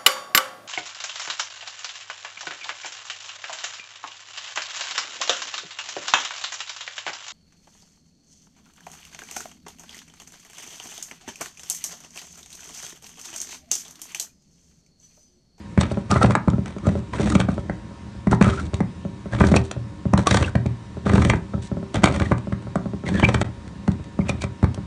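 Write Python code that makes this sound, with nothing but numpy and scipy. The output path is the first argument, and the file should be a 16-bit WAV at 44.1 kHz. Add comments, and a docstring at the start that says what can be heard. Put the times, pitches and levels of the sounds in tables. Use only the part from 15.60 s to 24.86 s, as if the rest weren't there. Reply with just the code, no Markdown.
"""A hand-cranked opener works round a tin can on a table in a quiet kitchen, the microphone lying on the same table.
Each turn drags the wheel through the lid: random tiny slips ring the can, arms and table as scrape, fizz and judder,
wobbling tones squeak, and bursts of ticks make gear teeth snap over the rim. Jolts of can and hand thump the table
as dying sines. Behind it lie drifting room noise and the faint, wavering tones of an appliance."""
import sys
import numpy as np
from scipy import signal
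from scipy.io import wavfile
from scipy.ndimage import uniform_filter1d

SR = 44100
rng = np.random.default_rng(int(sys.argv[2]) if len(sys.argv) > 2 else 0)


def dump_mix(stems):
    """Bounce the given channels to the path in sys.argv[1] as a 16-bit WAV at rate SR."""
    frames = np.atleast_2d(stems).T  # one column per channel
    limited = np.clip(frames, -1, 1)  # hard clip at full scale
    pcm = np.round(limited * 32767).astype(np.int16)
    wavfile.write(sys.argv[1], SR, pcm)


N = 408366  # length in samples

# Ways the table top rings, from the deepest up; hard contact reaches the upper ones.
# Each row: pitch in Hz, relative level in dB, time to die by 60 dB in seconds.
TABLE_DEEP = [(89.5, 4.5, 0.11), (118.4, -3, 0.17)]
TABLE_LOW = [(178.8, -0.5, 0.086), (195.4, 2, 0.083), (222.8, -2, 0.083), (301, -12, 0.089)]
TABLE_UPPER = [(388.5, -8, 0.51), (416, 7, 0.093), (565.5, 2, 0.11), (602, 8.5, 0.05), (726, -22, 0.14),
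               (799, -5, 0.11), (964, -9.5, 0.099), (1084.5, -8, 0.16), (1316, -3.5, 0.053)]
# Ways the can wall rings (held and full, so quickly damped), then the steel arms of the opener.
# Each row: pitch in Hz, relative level in dB, time to die by 60 dB in seconds.
CAN = [(778, 2, 0.0038), (1253, -0.5, 0.0054), (1617, -3, 0.0057), (1977, -6.5, 0.011),
       (2270, -12.5, 0.012), (2480, -7, 0.0043), (3210, -7, 0.0047)]
ARMS = [(3835, 8.5, 0.0038), (4450, 9.5, 0.0038), (5880, 13.5, 0.0024), (6860, 12, 0.0023),
        (7900, 7, 0.0039), (8240, -8.5, 0.009)]
# Pushes of the hand that drag the wheel through the lid, and short rubs as it regrips.
# Each row: start in seconds, length in seconds, then at the deepest bite: scrape level in dB,
# fizz level in dB, table judder level in dB.
PUSHES = [(0.183, 0.24, -39, -52, -29), (0.5, 0.17, -36, -42, -21.5), (0.606, 0.14, -50, -44.5, -22),
          (1.07, 0.065, -41.5, -53, -32.5), (1.236, 0.2, -44.5, -52.5, -20.5),
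          (1.529, 0.11, -39.5, -48, -23.5), (1.597, 0.26, -38, -43.5, -19), (1.892, .13, -50, -51, -27.5),
          (2.709, 0.049, -40, -40, -15.5), (2.81, 0.27, -35, -42.5, -23.5), (3.134, 0.064, -52, -49, -32),
          (3.717, 0.17, -38, -50, -22.5), (3.796, 0.23, -34.5, -42, -18.5), (4.037, 0.051, -60, -46.5, -45),
          (4.576, 0.069, -41, -43.5, -21.5), (4.662, .24, -31, -38, -21.5), (5.457, 0.068, -32, -45, -18),
          (5.519, 0.26, -35, -43, -17.5), (6.024, 0.062, -50, -43, -36.5), (6.343, 0.066, -29, -47, -13.5),
          (6.423, 0.32, -35.5, -45.5, -21), (7.456, 0.33, -40.5, -48.5, -21),
          (7.62, 0.25, -42, -48.5, -24.5), (8.655, .24, -47, -64, -28.5)]


def gain_of(db):
    """Turn decibels into a plain multiplier."""
    return 10 ** (np.asarray(db) / 20)


def evened(x):
    """Scale to an average (RMS) level of one."""
    return x / np.sqrt(np.mean(x ** 2) + 1e-20)


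def peaked(x):
    """Scale to a highest point of one."""
    return x / (np.max(abs(x)) + 1e-20)


def smoothed(x, size):
    """Average over neighbouring samples twice, for a gently drifting curve."""
    return uniform_filter1d(uniform_filter1d(x, size), size)


def read(points, hz):
    """Read a curve between its points, with pitch spaced as the ear hears it."""
    f, value = np.transpose(points)
    return np.interp(np.log(hz + 1), np.log(f + 1), value)


def add(mix, s, sound):
    """Lay a sound into the mix from s seconds on."""
    part = mix[max(round(s * SR), 0):][:len(sound)]
    part += sound[:len(part)]


def ring(modes, seconds, scatter_db=0.):
    """Dying sines; where the blow lands changes how strongly each mode answers."""
    hz, db, t60 = np.transpose(modes)[:, :, None]
    t = np.arange(round(seconds * SR)) / SR
    db = db + scatter_db * rng.standard_normal(hz.shape)
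    return (gain_of(db - 60 * t / t60) * np.sin(2 * np.pi * hz * t)).sum(0)


def slips(per_s, spread_db):
    """Stick-slip: random tiny clicks of either sign, a few of them far from the usual size."""
    size = gain_of(spread_db * np.minimum(rng.exponential(1, N), 4))
    sign = rng.choice([-1, 1], N)
    return size * sign * (rng.random(N) < per_s / SR)


def in_push(s, settle_s=0.):
    """Tell whether moment s falls within a push, leaving out its first settle_s seconds."""
    return any(start + settle_s < s < start + length for start, length, *_ in PUSHES)


def air():
    """Room noise whose strength drifts in patches of time and pitch."""
    # Noise colour of the room. Each row: pitch in Hz, relative level in dB.
    spectrum = [(15, -41), (25, 15), (148, -15.5), (201, -12.5), (466, -18), (557, -21.5), (858, -21.5),
                (950, -20), (1140, -21.5), (8920, -38), (10900, -46.5), (14200, -96), (22000, -120)]
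    level_db = -41.5
    frames, hz = N // 512 + 5, np.fft.rfftfreq(2048, 1 / SR)
    a, b, patches = rng.standard_normal((frames, 1025, 3)).T
    patches = evened(uniform_filter1d(uniform_filter1d(patches, 20, 0), 8, 1))
    patches_db = 1.2 * patches
    bins = (a + 1j * b) * gain_of(read(spectrum, hz)[:, None] + patches_db)
    noise = signal.istft(bins, nperseg=2048, noverlap=1536)[1][:N]
    return gain_of(level_db) * evened(noise)


def appliance():
    """Thin steady tones of an appliance, each wavering in level on its own."""
    # Tones of the hum. Each row: pitch in Hz, middle level in dB.
    tones = [(555, -57), (946, -54), (1065, -58), (1771, -62), (3774, -66), (5663, -76)]
    t = np.arange(N) / SR
    waver = evened(smoothed(rng.standard_normal((len(tones), N)), 4000))
    hum = np.zeros(N)
    for (hz, db), w in zip(tones, waver):
        hum += gain_of(db + 1.5 * w) * np.sin(2 * np.pi * (hz * t + rng.random()))
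    return hum


def kitchen(x):
    """Echoes of the room: sparse taps of random sign, each band dying at its own speed."""
    # How long the room rings. Each row: pitch in Hz, time to die by 60 dB in seconds.
    decay = [(100, 0.38), (420, 0.26), (1100, 0.27), (2900, .2), (7700, 0.076)]
    taps = np.zeros(SR // 2)
    at = np.arange(200, SR // 2 - 20, 20)
    taps[at + rng.integers(0, 20, len(at))] = rng.choice([-1., 1.], len(at))
    hz, t, z = signal.stft(taps, SR, nperseg=256)
    fading = z * gain_of(-60 * t / read(decay, hz)[:, None])
    tail = signal.istft(fading, SR, nperseg=256)[1]
    return signal.fftconvolve(x, tail / np.linalg.norm(tail))[:N]


def thumps():
    """A soft push rings the table, which takes a few ms to swing up; a harder contact reaches its upper modes."""
    # Jolts of can and hands into the table. Each row: time in seconds, level of the low modes in dB,
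    # level of the deepest modes against those in dB.
    jolts = [(0.176, -4.5, -0.5), (0.234, -43, -9), (0.315, -16, 0), (0.373, -15, -19), (0.522, -10.5, 0),
             (0.56, -12, 5), (0.639, -5, 1.5), (0.7, -10, -5), (0.766, -15, -8), (0.876, -4.5, -3),
             (0.934, -12, -3), (0.983, -14, -4), (1.165, -24, -15), (1.269, -8, 1), (1.288, -18, -13),
             (1.354, -16, -8), (1.597, -11, -10), (1.753, -4, -6.5), (1.796, -18.5, 5), (1.886, -9, -10),
             (1.98, -18.5, 0), (2.097, -18.5, -2), (2.31, -48, -10), (2.67, -6.5, -6), (2.727, -13.5, -4),
             (2.811, -1.5, -6.5), (2.868, -12, 2), (3.135, -23.5, 8.5), (3.206, -8.5, -8),
             (3.451, -18, -4.5), (3.658, -24, -9), (3.807, -4.5, 0.5), (3.84, -10, -4.5),
             (3.917, -3.5, -4.5), (3.956, -7.5, -4.5), (4.165, -28.5, 11.5), (4.455, -11, -1),
             (4.533, -4, -1.5), (4.585, -12, -5), (4.713, -12, 1), (4.745, -19, -1), (4.811, -20, 12),
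             (4.952, -8, 0.5), (5.058, -13.5, 2.5), (5.37, -23.5, 1), (5.462, -15, -8), (5.533, -10, 3),
             (5.579, -10, 4.5), (5.654, -17, 4), (5.695, -15.5, 7.5), (5.738, -21.5, -8), (5.941, -16, 2),
             (5.98, -37, 12), (6.116, -14.5, -2), (6.17, -18, -5), (6.229, -24, -13), (6.346, -19, -13),
             (6.434, -6.5, -8), (6.499, -17.5, 5), (6.61, -15.5, 5), (6.714, -6.5, -4), (6.872, -19, -2),
             (6.923, -16, 0.5), (7.07, -27.5, 5), (7.157, -11, -8.5), (7.258, -16.5, -5.5),
             (7.335, -18, -2), (7.438, -20.5, -3), (7.548, -28, 3), (7.628, -5.5, -1.5), (7.688, -20, 2),
             (7.746, -20.5, 7.5), (7.814, -17.5, 4), (8.281, -6.5, -3.5), (8.398, -47, 25.5),
             (8.59, -8, -6), (8.694, -16, -0.5), (8.839, -21.5, 7), (9.029, -6.5, 2.5), (9.177, -21, 1)]
    # share of the upper modes in a 0 dB jolt: metal on rim while turning, or hand at rest
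    hard_turning_db, hard_resting_db = -8.5, -14.5
    duller_db_per_db = 0.6428  # heavier jolts have less of the upper modes
    out = np.zeros(N)
    swing = (1 - np.exp(-np.arange(SR // 4) / SR / 0.0026)) ** 2
    for s, db, weight_db in jolts:
        hard_db = (hard_turning_db if in_push(s) else hard_resting_db) - duller_db_per_db * db
        deep = peaked(swing * ring(TABLE_DEEP, .25, scatter_db=2.))
        low = peaked(swing * ring(TABLE_LOW, .25, scatter_db=2.))
        upper = peaked(ring(TABLE_UPPER, .25, scatter_db=3.5))
        add(out, s, gain_of(db) * (gain_of(hard_db) * upper - low - gain_of(weight_db) * deep))
    return out


def squeaks():
    """The blade's slips lock on to one lid mode: a slightly rough, wobbling tone that swells and breaks off."""
    # Each row: start in seconds, length in seconds, pitch in Hz, level in dB before roughening.
    cries = [(0.496, 0.052, 1227, -21), (0.545, 0.036, 1200, -18), (0.54, 0.064, 2000, -37),
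             (0.609, 0.027, 1286, -14.5), (1.226, 0.066, 1220, -36), (1.53, 0.028, 975, -24),
             (1.708, 0.029, 1275, -25), (2.713, 0.027, 1289, -25), (2.715, 0.018, 1294, -22),
             (2.847, 0.019, 1274, -23), (2.863, 0.011, 1270, -27), (2.872, 0.031, 1270, -23.5),
             (2.915, 0.035, 1293, -29.5), (2.965, 0.048, 1327, -31), (3.715, 0.033, 1604, -31.5),
             (3.824, 0.025, 1625, -31), (3.959, 0.019, 2385, -22), (4.658, 0.033, 1119, -16.5),
             (4.836, 0.019, 2760, -27), (4.876, 0.016, 1480, -28), (6.647, 0.023, 1825, -32.5),
             (7.458, 0.038, 1950, -29.5), (7.511, 0.11, 1690, -33), (7.562, 0.042, 3380, -35),
             (7.621, 0.017, 2900, -28), (7.634, 0.023, 2314, -10.5), (8.605, 0.015, 2150, -33.5),
             (8.682, 0.027, 2390, -24), (8.801, 0.054, 2334, -32)]
    out = np.zeros(N)
    for s, length, hz, db in cries:
        u = np.linspace(0, 1, round(length * SR))
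        wander = evened(uniform_filter1d(rng.standard_normal((2, 5000)), 120))
        wobble, rough = wander[:, :len(u)]
        pitch = hz * (1 + 0.029 * wobble + hz / 1000 * 0.017 * rough)
        tone = np.sin(2 * np.pi * np.cumsum(pitch) / SR) * (1 + 0.65 * rough)
        add(out, s, gain_of(db) * tone * np.sin(np.pi * u ** 1.23))
    return out


def pushes():
    """Turning (0 to 1) and the gains of scrape, fizz and judder: a push moves to its deepest bite, then eases off."""
    bite_at = 0.28  # share of the push at which the wheel bites deepest
    # dB at the start and end of a push, against its deepest bite: scrape, fizz, judder
    ends_db = (3.5, -14.5), (0.49, -10.5), (-2.2, -7.5)
    t, gains = np.arange(N) / SR, np.zeros((4, N))
    for start, length, *levels_db in PUSHES:
        on = (t > start) & (t < start + length)
        gains[0, on] = 1
        progress = (t[on] - start) / length
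        for gain, db, (first, last) in zip(gains[1:], levels_db, ends_db):
            gain[on] = gain_of(db + np.interp(progress, [0, bite_at, 1], [first, 0, last]))
    return uniform_filter1d(gains, size=600)


def cutting():
    """Slips of the wheel come in clumps and drive the can; finer ones fizz in the arms; slow ones shake the table."""
    turning, scraping, fizzing, shaking = pushes()
    clumps = gain_of(4.7 * evened(smoothed(rng.standard_normal(N), 200)))
    # the grip shifts, so each mode of the wall swells on its own
    colours = gain_of(3.7 * evened(smoothed(rng.standard_normal((len(CAN), N)), 500)))
    drive = clumps * slips(2500, spread_db=3.5)
    wall = np.zeros(N)
    for colour, mode in zip(colours, CAN):
        wall += signal.oaconvolve(drive * colour, ring([mode], .1))[:N]
    wall = evened(wall)
    fine_slips = clumps ** 0.63 * slips(7000, spread_db=5.5)
    fizz = evened(signal.oaconvolve(fine_slips, ring(ARMS, 0.018))[:N])
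    sparse_slips = clumps * slips(380, spread_db=-2.0)
    rattle = evened(signal.oaconvolve(sparse_slips, ring(TABLE_UPPER, .2))[:N])
    slow_slips = slips(150, spread_db=1.5)
    judder = evened(signal.oaconvolve(slow_slips, ring(TABLE_DEEP + TABLE_LOW, .25))[:N])
    resting = gain_of(-37.5) * (1 - turning)  # hands still tremble the table between turns
    scrape = wall + gain_of(-2.0) * rattle
    return scraping * scrape + fizzing * fizz + (shaking + resting) * judder


def snaps():
    """A tooth drags, then slips in a swelling and dying burst of ticks that rings the tin and the steel arms."""
    # Gear teeth snapping over the rim and small ticks of the arms. Each row: time in seconds,
    # level of the can's ring in dB, level of the arms' ring against it in dB.
    teeth = [(0.176, -10, -18), (0.2098, -11, -3), (0.2333, -14.5, -18), (0.317, -27, -1),
             (0.5122, -11, -0.5), (0.5585, -10, -30), (0.6136, -8, -31), (0.6285, -10, -4.5),
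             (0.6428, -4.5, -22), (0.659, -18, -9), (0.7063, -9.5, -13.5), (0.7186, -19, -11),
             (0.7517, -1, -16), (0.8813, -9, -23), (0.9, -34, 5.5), (1.058, -27.5, -4.5), (1.079, -26, -6),
             (1.183, -28, -10), (1.267, -23.5, -6), (1.289, -22.5, -16), (1.6032, -18, -43),
             (1.6713, -16.5, -16), (1.6997, -20, 0.5), (1.72, -22.5, 0), (1.751, -8.5, -10),
             (1.8006, -10.5, -6.5), (1.8103, -14, -13), (1.8863, -11, -29), (2.0961, -10, -29),
             (2.6708, -14.5, -20), (2.7114, -20, -13), (2.729, -4.5, -36), (2.8126, -2.5, -18),
             (2.8236, -7, -11), (2.8428, -11, -12), (2.8888, -17, -25), (3.1413, -22.5, -0.5),
             (3.2041, -12.5, -22), (3.7332, -22, -21), (3.8059, -5, -30), (3.838, -6, -31),
             (3.869, -19.5, 0), (3.886, -15, -14), (3.9184, -19, -8), (3.9393, -3, -27), (3.9627, -7, -5.5),
             (4.1122, -18.5, 0.5), (4.535, -3.5, -18), (4.5762, -12, -5.5), (4.5909, -10.5, -20),
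             (4.6699, -3.5, -0.5), (4.709, -5.5, -7.5), (4.7431, -6, -8.5), (4.7697, -8, -5),
             (4.825, -11, -11), (4.9534, -9, -16.5), (5.0614, -20, -9.5), (5.4663, -11, -33),
             (5.4948, -11.5, -17), (5.5346, -12, -11), (5.555, -10.5, -15), (5.5794, -8, -23),
             (5.6195, -10.5, -15), (5.648, -10, -7.5), (5.6974, -3, -11.5), (5.7338, -10, -25),
             (5.9349, -21.5, -35), (6.3425, -17, -4.5), (6.3561, -12.5, -8), (6.4344, -9, -9),
             (6.4399, 2.5, -7), (6.4564, -8, -8), (6.4726, -10, -16), (6.5605, -19, -7), (6.5976, -17, -7),
             (6.6179, -12, -15.5), (6.7166, -4.5, -27), (6.78, -26.5, -5), (6.924, -21.5, -15),
             (7.023, -35, -3), (7.1556, -10.5, -19.5), (7.4868, -13.5, -12), (7.5963, -13, -12),
             (7.6302, -5.5, -26), (7.6868, -9.5, -12.5), (7.7429, -8.5, -9.5), (7.8132, -10, -7.5),
             (8.078, -32.5, -1), (8.2771, -14, -14), (8.316, -33, 0.5), (8.441, -34.5, -1),
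             (8.5898, -17.5, -22), (8.6926, -13.5, -3), (8.8185, -24.5, 5), (8.838, -20.5, -5),
             (9.0279, -16.5, -16), (9.0416, -7.5, -22.5), (9.1441, -31, 6)]
    drag_s, drag_db = 0.0061, -17.5  # in mid push a swelling hiss leads up to the slip
    slip_s, knock_s = 0.0018, 0.0012  # pace of letting go in mid push; a bare knock is shorter
    out, lead = np.zeros(N), 1500  # lead: samples kept ahead of the snap for the drag
    t = np.arange(-lead, 1200) / SR
    for s, db, bright_db in teeth:
        loaded = in_push(s, settle_s=.02)
        u = np.maximum(t, 0) / (slip_s if loaded else knock_s)
        ticks = rng.standard_normal(len(t)) * rng.random(len(t)) ** 2
        burst = ticks * u * np.exp(-u ** 0.97)
        drag = loaded * ticks * gain_of(drag_db) * np.exp(np.minimum(t, 0) / drag_s - u)
        # a dull snap is a longer contact (in samples)
        contact = np.hanning(round(np.clip((10 if loaded else 16) - .6 * bright_db, 8, 34)))
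        can = np.convolve(ring(CAN, .04, scatter_db=3.5), contact)
        arms = ring(ARMS, .02, scatter_db=2.5)
        low = peaked(signal.fftconvolve(burst, can))
        high = peaked(signal.fftconvolve(burst + drag, arms))
        add(out, s - lead / SR, gain_of(db) * low)
        add(out, s - lead / SR, gain_of(db + bright_db) * high)
    return out


def scene():
    """Sum the direct sounds, their echoes in the kitchen and the background."""
    table, steel, lid = thumps(), snaps() + cutting(), squeaks()
    sent_to_room = gain_of(-14) * table + gain_of(-12) * steel + gain_of(-20) * lid
    return (table + steel + lid + kitchen(sent_to_room) + air() + appliance())[None]


def record(dry):
    """Bass roll-off of the microphone, softer treble, clipping, one brief dip in level, band limit."""
    dip_from_s, dip_to_s, dip_db = 7.832, 7.844, -28.0
    band_limit_hz = 10900
    colour = signal.sosfilt(signal.butter(4, 65, "highpass", fs=SR, output="sos"), dry)
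    colour = signal.sosfilt(signal.butter(4, 9600, fs=SR, output="sos"), colour)
    t = np.arange(N) / SR
    outside_dip = (t < dip_from_s) | (t > dip_to_s)
    level = uniform_filter1d(np.where(outside_dip, 1., gain_of(dip_db)), size=40)
    clipped = np.clip(colour, -.96, .96) * level
    band_limit = signal.firwin(511, band_limit_hz, window=("kaiser", 9), fs=SR)
    return signal.oaconvolve(clipped, band_limit[None], "same")


dry = scene()
out = record(dry)
dump_mix(out)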